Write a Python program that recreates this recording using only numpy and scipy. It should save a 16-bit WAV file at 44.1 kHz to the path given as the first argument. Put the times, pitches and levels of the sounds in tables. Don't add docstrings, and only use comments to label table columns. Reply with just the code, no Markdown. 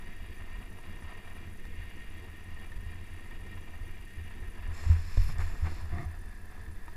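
import sys
import numpy as np
from scipy import signal
from scipy.fft import rfft, irfft
from scipy.io import wavfile
from scipy.ndimage import uniform_filter1d

SR = 44100
rng = np.random.default_rng(int(sys.argv[2]) if len(sys.argv) > 2 else 0)


def generate_wav(sig):
    pcm = np.round(np.clip(np.atleast_2d(sig).T, -1, 1) * 32767).astype(np.int16)
    wavfile.write(sys.argv[1], SR, pcm)


N = 306936
TIME, FREQS = np.arange(N) / SR, np.fft.rfftfreq(N, 1 / SR)
TURN_START_S, TURN_END_S = 4.03, 6.25
TURNED = np.clip((TIME - TURN_START_S) / (TURN_END_S - TURN_START_S), 0, 1)

# time_s, scrape_db, crunch_db
SNOW_COURSE = [(0, -54, -57.5), (.2, -55.5, -63.5), (.7, -56.5, -58.5), (.97, -53.5, -57),
               (1.4, -55, -58.5), (1.58, -59, -65), (1.87, -53.5, -60.5), (2.4, -56, -61.5),
               (3.35, -56, -62.5), (3.8, -56.5, -60.5), (4.12, -57.5, -66.5), (4.8, -53.5, -54),
               (5.15, -59.5, -64.5), (5.55, -53.5, -55), (5.95, -57, -56.5), (6.2, -59, -61),
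               (6.96, -58.5, -62)]


def gain_of(db):
    return 10 ** (np.asarray(db) / 20)


def unit_rms(x):
    return x / np.sqrt(np.mean(x ** 2) + 1e-20)


def snow_gains():
    time_s, scrape_db, crunch_db = np.transpose(SNOW_COURSE)
    return gain_of(np.interp(TIME, time_s, scrape_db)), gain_of(np.interp(TIME, time_s, crunch_db))


def add(mix, start_s, sound):
    part = mix[max(round(start_s * SR), 0):][:len(sound)]
    part += sound[:len(part)]


def drift(rate_hz):
    return unit_rms(irfft(rfft(rng.standard_normal(N)) / (1 + (FREQS / rate_hz) ** 4), N))


def coloured_noise(spectrum):
    hz, db = np.transpose(spectrum)
    shape = gain_of(np.interp(np.log(FREQS + 1), np.log(hz + 1), db))
    return unit_rms(irfft(rfft(rng.standard_normal(N)) * shape, N))


def resonated(x, rings, low_hz, high_hz):
    power = sum(gain_of(db) ** 2 / (1 + (1.43 * (FREQS - hz) / width_hz) ** 2) ** 1.73
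                for hz, width_hz, db in rings)
    band = signal.butter(4, [low_hz, high_hz], "bandpass", fs=SR, output="sos")
    return unit_rms(signal.sosfilt(band, irfft(rfft(x) * np.sqrt(power), N)))


def grains(per_s, spread_db, smooth):
    size = gain_of(spread_db * np.minimum(rng.exponential(1, N), 4))
    clicks = size * rng.choice([-1, 1], N) * (rng.random(N) < per_s / SR)
    return unit_rms(unit_rms(clicks) + smooth * rng.standard_normal(N))


def steadied(x, window_s):
    return x / np.sqrt(np.abs(uniform_filter1d(x ** 2, int(window_s * SR))) + 1e-3)


def ring(modes, tilt_db_per_octave=0):
    t = np.arange(SR // 2) / SR
    return sum(gain_of(db + tilt_db_per_octave * np.log2(hz / modes[0][0]))
               * np.exp(-np.log(1000) * t / t60_s) * np.sin(2 * np.pi * hz * t)
               for hz, db, t60_s in modes)


def swell(middle_s, length_s):
    return np.exp(-(2 * (TIME - middle_s) / length_s) ** 2)


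def flicker():
    flutter = unit_rms(sum(np.cos(2 * np.pi * (hz * TIME + rng.random()))
                           for hz in (20, 29.9, 40.3, 49.6)))
    return unit_rms(1 / (1 + np.exp(-1.1 * flutter - 1.7 * drift(87) + 1.0)))


def runners():
    # pitch_hz, width_hz, level_db
    ahead_rings = [(1700, 210, -11), (1850, 58, 1), (2065, 150, -8.5), (2372, 85, -6.5), (2625, 130, -11.5),
                   (2830, 105, -8.5), (3320, 130, -15), (3740, 150, -18.5), (4660, 300, -22.5)]
    behind_rings = [(1744, 194, -2), (1780, 73, -15), (2110, 100, -14), (2380, 90, -16), (2640, 160, -15.5),
                    (3550, 230, -20), (4740, 620, -24)]
    crunch_rings = [(706, 145, -1.5), (995, 96, 0), (1263, 260, -4.5)]
    scrape_gain, crunch_gain = snow_gains()
    pressure = gain_of(1.07 * drift(35) + drift(7.6))
    ahead = resonated(grains(per_s=2200, spread_db=1.1, smooth=0.34), ahead_rings, 1080, 7000)
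    behind = resonated(grains(1200, 0.55, 0.66), behind_rings, 1500, 5700)
    scrape = (np.sqrt(1 - TURNED) * ahead + np.sqrt(TURNED) * behind) * scrape_gain
    crunch = resonated(grains(900, 4.8, 0.99), crunch_rings, 512, 1700) * crunch_gain
    return pressure * (gain_of(-0.5) * scrape + gain_of(-1.5) * crunch)


def ride():
    # frequency_hz, level_db
    sway_spectrum = [(3, -12.5), (7, 7), (12, 6.5), (20, -2), (35, -5.5), (52, -13.5), (70, -23.5),
                     (100, -43), (160, -32), (400, -100)]
    # pitch_hz, width_hz, level_db
    frame_rings = [(118.4, 54, -1.5), (199.2, 36.3, 1.5), (249.5, 29, -5.5), (319.7, 47, -4),
                   (366, 42, -6.5), (445, 71, -8)]
    lumps_hz = 4.4
    _, crunch_gain = snow_gains()
    handling = np.interp(TIME, [4.31, 5.32, 6.3], [0, 1, 0])
    turned_db = -2 * TURNED
    sway = steadied(coloured_noise(sway_spectrum), 0.093)
    shake = steadied(resonated(grains(90, 2.8, 0.69), [(82.8, 14, 0)], 54.5, 123.7), 0.17)
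    rumble = resonated(grains(260, 1.96, 0.8), frame_rings, 109, 660)
    rumble *= unit_rms(crunch_gain ** 0.27)
    return (sway * gain_of(-41 + 14 * handling + turned_db + 2 * drift(lumps_hz))
            + shake * gain_of(-49.5 + 5 * handling + 3 * drift(lumps_hz))
            + rumble * gain_of(-55.5 + turned_db + drift(lumps_hz)))


def hiss_and_fizz():
    # frequency_hz, level_db
    hiss_spectrum = [(2000, 6), (4000, -0.5), (5500, -2), (6400, -3), (7700, -0.5), (8400, -5),
                     (9900, -0.5), (10800, -4), (11300, 0), (12200, -4), (14300, -7.5), (15300, -10)]
    fizz_spectrum = [(4000, -30), (6000, -10), (8400, -13), (9400, 0), (10100, 2), (10800, -9), (11400, -6),
                     (12200, -10), (13300, -6), (14300, -6), (15300, -18)]
    split_hz = 11800
    fizz = coloured_noise(fizz_spectrum)
    lower = irfft(rfft(fizz) * (FREQS < split_hz), N)
    hiss = coloured_noise(hiss_spectrum)
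    flickering = lower * flicker() + (fizz - lower) * flicker()
    return gain_of(-65) * hiss + gain_of(-70.5) * flickering


def ticks(per_s=40):
    # pitch_hz, level_db, t60_s
    tick_modes = [(6020, 0, .016)]
    taps = rng.uniform(0.4, 1, N) * (rng.random(N) < per_s / SR)
    return gain_of(-82.5) * unit_rms(signal.fftconvolve(taps, ring(tick_modes))[:N])


def bumps():
    # start_s, peak_db, tilt_db_per_octave
    jolts = [(0.201, -30.5, -17), (0.53, -32.5, -34), (1.03, -37, 8), (1.38, -36.5, 3), (1.67, -38.5, 6),
             (2.54, -35.5, 25), (2.756, -28.5, -21), (2.859, -29.5, -4.5), (3.533, -37.5, 6),
             (3.802, -31.5, -9), (4.17, -29.5, 2), (4.584, -37.5, -3), (4.677, -27.5, 3),
             (4.861, -19.5, 10), (4.896, -10.5, 7), (5.172, -11.5, -13.5), (5.385, -18.5, -4),
             (5.622, -18.5, 6), (5.921, -26.5, 9), (6.055, -25.5, 4), (6.274, -36, -4), (6.675, -36, 0)]
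    # pitch_hz, level_db, t60_s
    mount_modes = [(40.2, -8.5, 0.265), (58.4, -12, 0.057), (82.64, 4, 0.27), (150, -20, 0.13)]
    out, push = np.zeros(N), signal.windows.hann(int(0.01 * SR))
    for start_s, peak_db, tilt in jolts:
        thud = signal.fftconvolve(ring(mount_modes, tilt), push)
        add(out, start_s, gain_of(peak_db) * thud / abs(thud).max())
    return out


def knocks():
    # start_s, peak_db, favoured_hz, contact_s
    blows = [(.78, -43, 900, .012), (1.024, -38.5, 1700, 0.0066), (1.654, -37, 1900, 0.0035),
             (2.241, -42.5, 900, 0.01), (2.718, -39, 1850, 0.011), (3.311, -42, 1900, 0.009),
             (4.308, -39, 1300, 0.0029), (4.839, -38, 1600, 0.0024), (5.173, -29, 473, 0.0046),
             (5.176, -33.5, 2600, 0.0035), (5.384, -35, 6000, 0.0048), (5.646, -35, 1000, 0.0023),
             (5.719, -35.5, 450, 0.0048), (5.984, -31, 950, .004), (6.881, -35, 1070, 0.0043)]
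    # pitch_hz, level_db, t60_s
    case_modes = [(352, 2.5, 0.051), (520, 1, 0.013), (700, 1, 0.01), (945, 1, 0.041), (1240, 1, 0.017),
                  (1832, 6.5, 0.035), (2330, -5, 0.012), (2640, -27, 0.009), (3550, -0.5, 0.012),
                  (5170, 0, 0.0039), (7300, 0, 0.0071)]
    out, t = np.zeros(N), np.arange(SR // 25) / SR
    for start_s, peak_db, favoured_hz, contact_s in blows:
        contact = 0.12 * rng.standard_normal(len(t)) * np.exp(-(t / contact_s) ** 2)
        contact[0] = 2
        modes = [(hz, db - 8 * abs(np.log2(hz / favoured_hz)), t60_s) for hz, db, t60_s in case_modes]
        knock = signal.fftconvolve(ring(modes), contact)
        add(out, start_s, gain_of(peak_db) * knock / abs(knock).max())
    return out


def singing_runner():
    # pitch_hz, width_hz, level_db
    runner_rings = [(2120, 150, 4), (2840, 74, -3), (3330, 120, -6)]
    note = resonated(grains(2200, 1.3, 0.6), runner_rings, 1700, 4300)
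    return gain_of(-62.5) * note * swell(middle_s=1.8, length_s=0.55)


def stroke(start_s, length_s, swell_db, attack_s=0.034, release_s=0.019):
    t = TIME - start_s
    pressing = gain_of(swell_db * (np.clip(t / length_s, 0, 1) - 0.5))
    return np.clip(t / attack_s, 0, 1) * pressing * np.exp(-np.maximum(t - length_s, 0) / release_s)


def glove():
    # start_s, length_s, level_db, swell_db, sizzle_relative_db, favoured_hz
    strokes = [(4.714, 0.22, -53.5, 2, -16.5, 7500), (4.949, 0.25, -55.5, 6, -15.5, 5200),
               (5.191, 0.13, -52.5, 0, -10, 5200), (5.374, 0.26, -57.5, -11, -11.5, 7300),
               (5.625, 0.2, -57, -4, -19, 4600), (5.83, 0.214, -65.5, 6, -25, 3600)]
    # middle_s, level_db, length_s, groan_relative_db
    catches = [(4.919, -49.5, 0.021, -5), (4.966, -50.5, 0.015, -8), (5.299, -48.5, 0.027, 7),
               (5.409, -44, 0.044, -8), (5.669, -42.5, 0.035, 2.5), (5.958, -58, 0.069, 13),
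               (6.118, -63, .02, 0)]
    # pitch_hz, width_hz, level_db
    slide_rings = [(1070, 270, 5.5), (1870, 490, 4.5), (2440, 450, 2.5), (3570, 240, -2), (4260, 410, -1),
                   (5220, 530, 0), (7230, 1080, -3.5)]
    sizzle_rings = [(11100, 1000, 5), (12200, 700, -4)]
    rasp_rings = [(354, 340, -1.5), (745, 62, -1), (950, 94, 3), (1170, 150, -1.5), (1670, 660, -1),
                  (2150, 120, -6)]
    groan_rings = [(113, 22, -3.5), (149, 19, -4.5), (305, 26, -24)]
    lift_db, lift_width_hz = 3, 700
    slide_spectrum = rfft(resonated(grains(5000, 2.5, 0.48), slide_rings, 700, 8400))
    sizzle = resonated(grains(5000, 3.1, 0.8), sizzle_rings, 8700, 14000)
    rasp = steadied(resonated(grains(550, 4.4, 0.97), rasp_rings, 270, 3400), 0.0125)
    groan = steadied(resonated(grains(160, 1.7, 0.5), groan_rings, 78, 490), 0.06)
    out = np.zeros(N)
    for start_s, length_s, db, swell_db, sizzle_db, favoured_hz in strokes:
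        lift = gain_of(lift_db * np.exp(-((FREQS - favoured_hz) / lift_width_hz) ** 2))
        hiss = unit_rms(irfft(slide_spectrum * lift, N))
        out += gain_of(db) * stroke(start_s, length_s, swell_db) * (hiss + gain_of(sizzle_db) * sizzle)
    for middle_s, db, length_s, groan_db in catches:
        out += gain_of(db) * swell(middle_s, length_s) * (rasp + gain_of(groan_db) * groan)
    return out


def creak():
    # time_s, level_db, slips_per_s
    course = [(5.92, -45.5, 119), (5.966, -44, 151), (5.999, -39, 138), (6.023, -43.5, 168),
              (6.049, -45, 150), (6.066, -55, 190)]
    # pitch_hz, width_hz, level_db
    judder_rings = [(141, 28, 15.5), (315, 56, 3.5), (708, 53, 2), (1184, 75, -3.5), (1920, 64, -5),
                    (2113, 86, -4.5)]
    time_s, level_db, slips_per_s = np.transpose(course)
    uneven_rate = np.interp(TIME, time_s, slips_per_s) * np.exp(0.4 * drift(120))
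    slip_count = np.floor(np.cumsum(uneven_rate) / SR)
    slips = np.diff(slip_count, prepend=0) * gain_of(2.4 * rng.standard_normal(N))
    judder = resonated(unit_rms(slips) + 0.85 * rng.standard_normal(N), judder_rings, 110, 2400)
    return steadied(judder, 0.036) * np.interp(TIME, time_s, gain_of(level_db), left=0, right=0)


def scene():
    sled = runners() + singing_runner() + ride() + bumps()
    case = knocks() + glove() + creak()
    return (sled + case + ticks() + hiss_and_fizz())[None]


def record(dry):
    lowpass = signal.firwin(801, 15300, window=("kaiser", 9), fs=SR)
    return signal.oaconvolve(dry, lowpass[None], "same")


dry = scene()
out = record(dry)
generate_wav(out)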